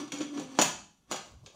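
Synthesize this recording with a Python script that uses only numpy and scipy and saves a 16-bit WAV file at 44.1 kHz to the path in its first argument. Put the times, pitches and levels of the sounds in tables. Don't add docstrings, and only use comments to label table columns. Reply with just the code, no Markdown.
import sys
import numpy as np
from scipy import signal
from scipy.fft import rfft, irfft
from scipy.io import wavfile

SR = 44100
rng = np.random.default_rng(int(sys.argv[2]) if len(sys.argv) > 2 else 0)


def wav_out(sig):
    wavfile.write(sys.argv[1], SR, np.round(np.clip(np.atleast_2d(sig).T, -1, 1) * 32767).astype(np.int16))


N = 68355
T = np.arange(N) / SR
HZ = np.maximum(np.arange(N // 2 + 1) * SR / N, 1)


def clacks():
    # t/s, level/dB, then bass/dB, hollow middle/dB, treble/dB, rim/dB, clang/dB, lid ring/dB
    knocks = [(.078, -52.5, -10, 4, 2, 0, 5.5, -8), (0.1205, -33, -14, 0.5, 1.5, -3.5, 1.5, 3.5),
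              (.140, -39.5, 4, -3, 1, -1, -4, 2), (0.184, -43, -12, -19, -8.5, 14.5, -4.5, -3),
              (.207, -39.5, 13.5, -4.5, -7.5, -11, 1.5, -17), (0.216, -37.5, 9.5, -5.5, -9, 2, -2, 8),
              (.374, -39.5, 18.5, -3.5, -19.5, 2, -2.5, 0.5), (.397, -41, 11, -1, 4, -2, -3, 0),
              (0.551, -53, 3, -6, -0.5, -4, 2.5, -2), (0.5882, -21, -1, 5.5, -1.5, 5.5, 2.5, 0),
              (0.5938, -21.5, 0, 3.5, -5.5, -2, -1, -5.5), (0.6022, -27, 1, 6, -4, 0.5, -5, -4.5),
              (.6144, -20, -5.5, -7.5, 11, 2.5, -0.5, 0), (.6210, -22, 0, 0.5, 9.5, 7.5, -1.5, -3.5),
              (1.113, -38, 5, 10.5, 14, 6, 3.5, -5.5), (1.119, -33.5, 0.5, 1.5, 5, 5.5, 2, 1.5),
              (1.127, -32.5, 1, -1, -6, 5, 0, -16), (1.143, -50.5, 3.5, 21, -13.5, 0, 7, 3.5),
              (1.161, -36, -3, -13.5, 2, -10, 0.5, 1.5), (1.4615, -42, -12, -8.5, -16, 4.5, 1, -7)]
    out = np.zeros((2, N))
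    for at, db, *tone_db, lid_db in knocks:
        start = int(at * SR)
        out[:, start:] += undb(db) * steel(*tone_db, lid_db=lid_db - 18, pot_db=-17.5)[:, :N - start]
    return out


def steel(bass_db, hollow_db, treble_db, rim_db, clang_db, lid_db, pot_db):
    # f/Hz, relative level/dB
    crowded_modes = [(40, -32.5), (95, -20.5), (160, -7), (300, 2), (400, 0.5), (510, -2), (620, -2.5),
                     (1100, -0.5), (1550, -3.5), (1950, -8.5), (2550, -3.5), (3350, -5), (3900, -7),
                     (4450, -4.5), (5400, -9.5), (5900, 0), (6250, -3.5), (6900, -4), (8300, -14.5),
                     (9300, -14.5), (10400, -26), (12300, -32.5), (13800, -34), (15100, -28),
                     (16000, -41.5)]
    # f/Hz, level/dB, t60 before the grip/s
    lid_modes = [(519, 0, .2), (807, -6, .3), (1112, -4, .25), (1351, -5, .3), (1735, -3.5, .3),
                 (2159, -7, .2), (2282, -9, .27), (2625, -8, .35), (3270, 0, .33), (3505, -4, .25),
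                 (4393, -5, .3), (4910, -6, .28), (5764, -5, .27), (5835, -5, .25), (5895, -3, .3),
                 (6660, -1, .33)]
    # f/Hz, level/dB, t60 before the grip/s
    pot_modes = [(158, -15, .45), (226, -5, .38), (270, 3, .18), (322, 1, .15), (374, 2, .24),
                 (514, 6, .22), (576, -6, .35), (674, -7, .3), (981, -10, .28), (1055, -8, .28),
                 (1594, -5, .25), (2236, -7, .3), (2987, -6, .28), (3318, -1, .28), (3598, -3, .22),
                 (5104, -8, .28), (6015, -5, .28), (6620, -2, .26), (6840, 1, .18), (6884, -1, .17),
                 (7014, -1, .2), (7544, -9, .24), (9326, -14, .22), (12183, -16, .17), (12684, -23, .17),
                 (15037, -18, .15)]
    grip_detune, grip_damping = .0015, 1.15

    def contact(hz):
        bass = 1 / (1 + (hz / 580) ** 2)
        hollow = bell(np.log2(hz / 830), width=.65)
        treble = 1 / (1 + (7900 / hz) ** 6)
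        rim = bell(hz - 6920, width=270)
        clang = bell(np.log2(hz / 2950), width=.7)
        return undb(bass_db * bass + hollow_db * hollow + treble_db * treble
                    + rim_db * rim + clang_db * clang)

    def ring(modes):
        out = np.zeros(N)
        for hz, db, t60 in modes:
            side, shift = rng.standard_normal(2)
            swing = np.sign(side) * np.sin(2 * np.pi * hz * (1 + grip_detune * shift) * T)
            out += undb(db) * contact(hz) * fade(t60 / grip_damping) * swing
        return out

    burst = rng.standard_normal(N) * fade(t60=.056)
    crack = undb(.37) * shape(burst, colour(crowded_modes) * contact(HZ))
    return np.array([crack, undb(lid_db) * ring(lid_modes) + undb(pot_db) * ring(pot_modes)])


def thumps():
    # t/s, level/dB
    pushes = [(0.13, -31), (0.207, -32), (.381, -33), (0.5892, -16), (1.113, -31)]
    # f/Hz, level/dB, t60/s
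    low_modes = [(205, -12.5, 0.14), (302.8, -3.5, 0.077), (380.4, -13, 0.039), (507.5, -11.5, .16)]
    flex = sum(undb(db) * fade(t60) * np.sin(2 * np.pi * hz * T) for hz, db, t60 in low_modes)
    out = np.zeros(N)
    for at, db in pushes:
        start = int(at * SR)
        out[start:] += undb(db) * flex[:N - start]
    return out


def scrape(places=4, catches_per_s=1500):
    # t/s, level/dB
    slide = [(0, -31.5), (.025, -52), (.06, -59.5), (.11, -60), (.15, -47.5), (.225, -45), (.28, -61.5),
             (.35, -47.5), (.405, -43), (.46, -63), (.50, -53.5), (.565, -49), (.588, -37.5), (.62, -98.5),
             (1.07, -73), (1.105, -45.5), (1.14, -65.5), (1.55, -77.5)]
    out = np.zeros((2, N))
    for _ in range(places):
        catches = (rng.random(N) < catches_per_s / places / SR) * rng.choice([-1, 1], N)
        catches = catches * undb(2 * np.minimum(rng.exponential(size=N), 4))
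        force = catches / catches.std() * undb(curve(slide))
        body = steel(bass_db=10.5, hollow_db=0, treble_db=2, rim_db=-8.5, clang_db=-1.5,
                     lid_db=-13, pot_db=-21)
        out += np.array([through(force, part / np.linalg.norm(body)) for part in body])
    return out / np.sqrt(places)


def groan(jitter=.036, flutter_db=2, overtone_db=-20, release_s=.022):
    # t/s, f/Hz, level/dB
    swing = [(0, 294, -46.5), (.015, 289, -37), (.042, 291.4, -39.5), (.072, 292.5, -52.5),
             (.112, 311.7, -61.5), (.138, 287, -37), (.17, 292.3, -46.5), (.198, 298, -38.5),
             (.212, 310.8, -30), (.245, 291.2, -40), (.282, 291.8, -49), (.32, 288, -39.5),
             (.356, 287, -35), (.392, 301.5, -37.5), (.425, 267.3, -42), (.46, 255.6, -42.5),
             (.515, 272.2, -47.5), (.585, 260.5, -46.5)]
    pitch_hz = curve(swing) * (1 + jitter * wander(hz=68))
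    phase = 2 * np.pi * np.cumsum(pitch_hz) / SR
    level = undb(curve(swing, column=2) + flutter_db * wander(hz=57))
    release = np.exp(-np.maximum(T - swing[-1][0], 0) / release_s)
    return level * release * np.sqrt(2) * (np.sin(phase) + undb(overtone_db) * np.sin(2 * phase))


def hands(bump_flutter_db=2.5, rub_flutter_db=2.9):
    # t/s, level/dB
    bump_levels = [(0, -94), (.6, -67), (.68, -63), (.85, -63.5), (.93, -79), (1.3, -66), (1.322, -57.5),
                   (1.338, -52), (1.385, -58.5), (1.40, -65), (1.42, -55.5), (1.47, -57), (1.51, -85),
                   (1.545, -55.5)]
    # f/Hz, relative level/dB
    bump_spectrum = [(20, -4), (40, -11.5), (58, 4.5), (90, 1), (130, 1), (200, -15.5), (400, -29.5),
                     (1000, -66)]
    # t/s, level/dB
    rub_levels = [(0, -94.5), (1.15, -97.5), (1.26, -57), (1.33, -65.5), (1.40, -78), (1.465, -57.5),
                  (1.52, -68), (1.545, -58)]
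    # f/Hz, relative level/dB
    rub_spectrum = [(80, -26.5), (250, -4), (520, 1.5), (800, -6.5), (1100, -6), (1500, -30.5),
                    (4000, -17.5), (7000, -18.5), (12000, -35)]
    bumps = noise(colour(bump_spectrum)) * undb(curve(bump_levels) + bump_flutter_db * wander(hz=25))
    rub = noise(colour(rub_spectrum)) * undb(curve(rub_levels) + rub_flutter_db * wander(hz=76))
    return bumps + rub


def room(x, level_db=-3, delay_s=.0036, build_s=.0072):
    # f/Hz, t60/s, relative level/dB
    bands = [(103, 0.64, 9.5), (292, 0.51, -3), (700, 0.42, -1), (2020, 0.42, 1), (4240, 0.45, -0.5),
             (7500, 0.43, -1.7), (11700, 0.26, 2)]
    centres = np.log([row[0] for row in bands])
    white = rfft(rng.standard_normal(N))
    tail = np.zeros(N)
    for share, (_, t60, db) in zip(np.eye(len(bands)), bands):
        band = irfft(white * np.interp(np.log(HZ), centres, share), N)
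        tail += band * fade(t60) * undb(db)
    tail *= 1 - np.exp(-np.maximum(T - delay_s, 0) / build_s)
    return undb(level_db) * through(x, tail / np.linalg.norm(tail))


def room_tone(level_db=-69.5):
    # f/Hz, relative level/dB
    air = [(20, 32), (70, 9), (160, 8), (400, -12.5), (1500, -37), (6000, -8.5), (11000, -6.5),
           (16000, -20)]
    return noise(colour(air)) * undb(level_db)


def undb(db):
    return 10 ** (np.asarray(db) / 20)


def bell(offset, width):
    return np.exp(-.5 * (offset / width) ** 2)


def curve(table, column=1):
    rows = np.array(table)
    return np.interp(T, rows[:, 0], rows[:, column])


def colour(points):
    hz, db = np.array(points).T
    gain = undb(np.interp(np.log(HZ), np.log(hz), db))
    return gain / np.sqrt(np.mean(gain ** 2))


def noise(gain):
    return irfft(rfft(rng.standard_normal(N)) * gain, N)


def fade(t60):
    return np.exp(-np.log(1000) * T / t60)


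def wander(hz):
    drift = noise(1 / (1 + (HZ / hz) ** 4))
    return drift / drift.std()


def through(x, response):
    return signal.fftconvolve(x, response)[:N]


def shape(x, gain):
    cepstrum = irfft(np.log(gain), N)
    cepstrum[1:N // 2] *= 2
    cepstrum[N // 2:] = 0
    response = irfft(np.exp(rfft(cepstrum)), N)
    return through(x, response[:N // 8])


def scene():
    radiate_hz = 146
    radiation = signal.butter(3, radiate_hz, "high", fs=SR, output="sos")
    crack, ring = signal.sosfilt(radiation, scrape() + clacks())
    low = groan() + signal.sosfilt(radiation, thumps())
    echo = room(crack + .19 * ring + .3 * low)
    return (crack + ring + low + echo + hands() + room_tone())[None]


def record(dry):
    low_cut_hz, top_hz = 41, 15600
    low_cut = signal.butter(2, low_cut_hz, "high", fs=SR, output="sos")
    top_cut = signal.ellip(8, .2, 80, top_hz, fs=SR, output="sos")
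    return signal.sosfilt(top_cut, signal.sosfilt(low_cut, dry))


dry = scene()
out = record(dry)
wav_out(out)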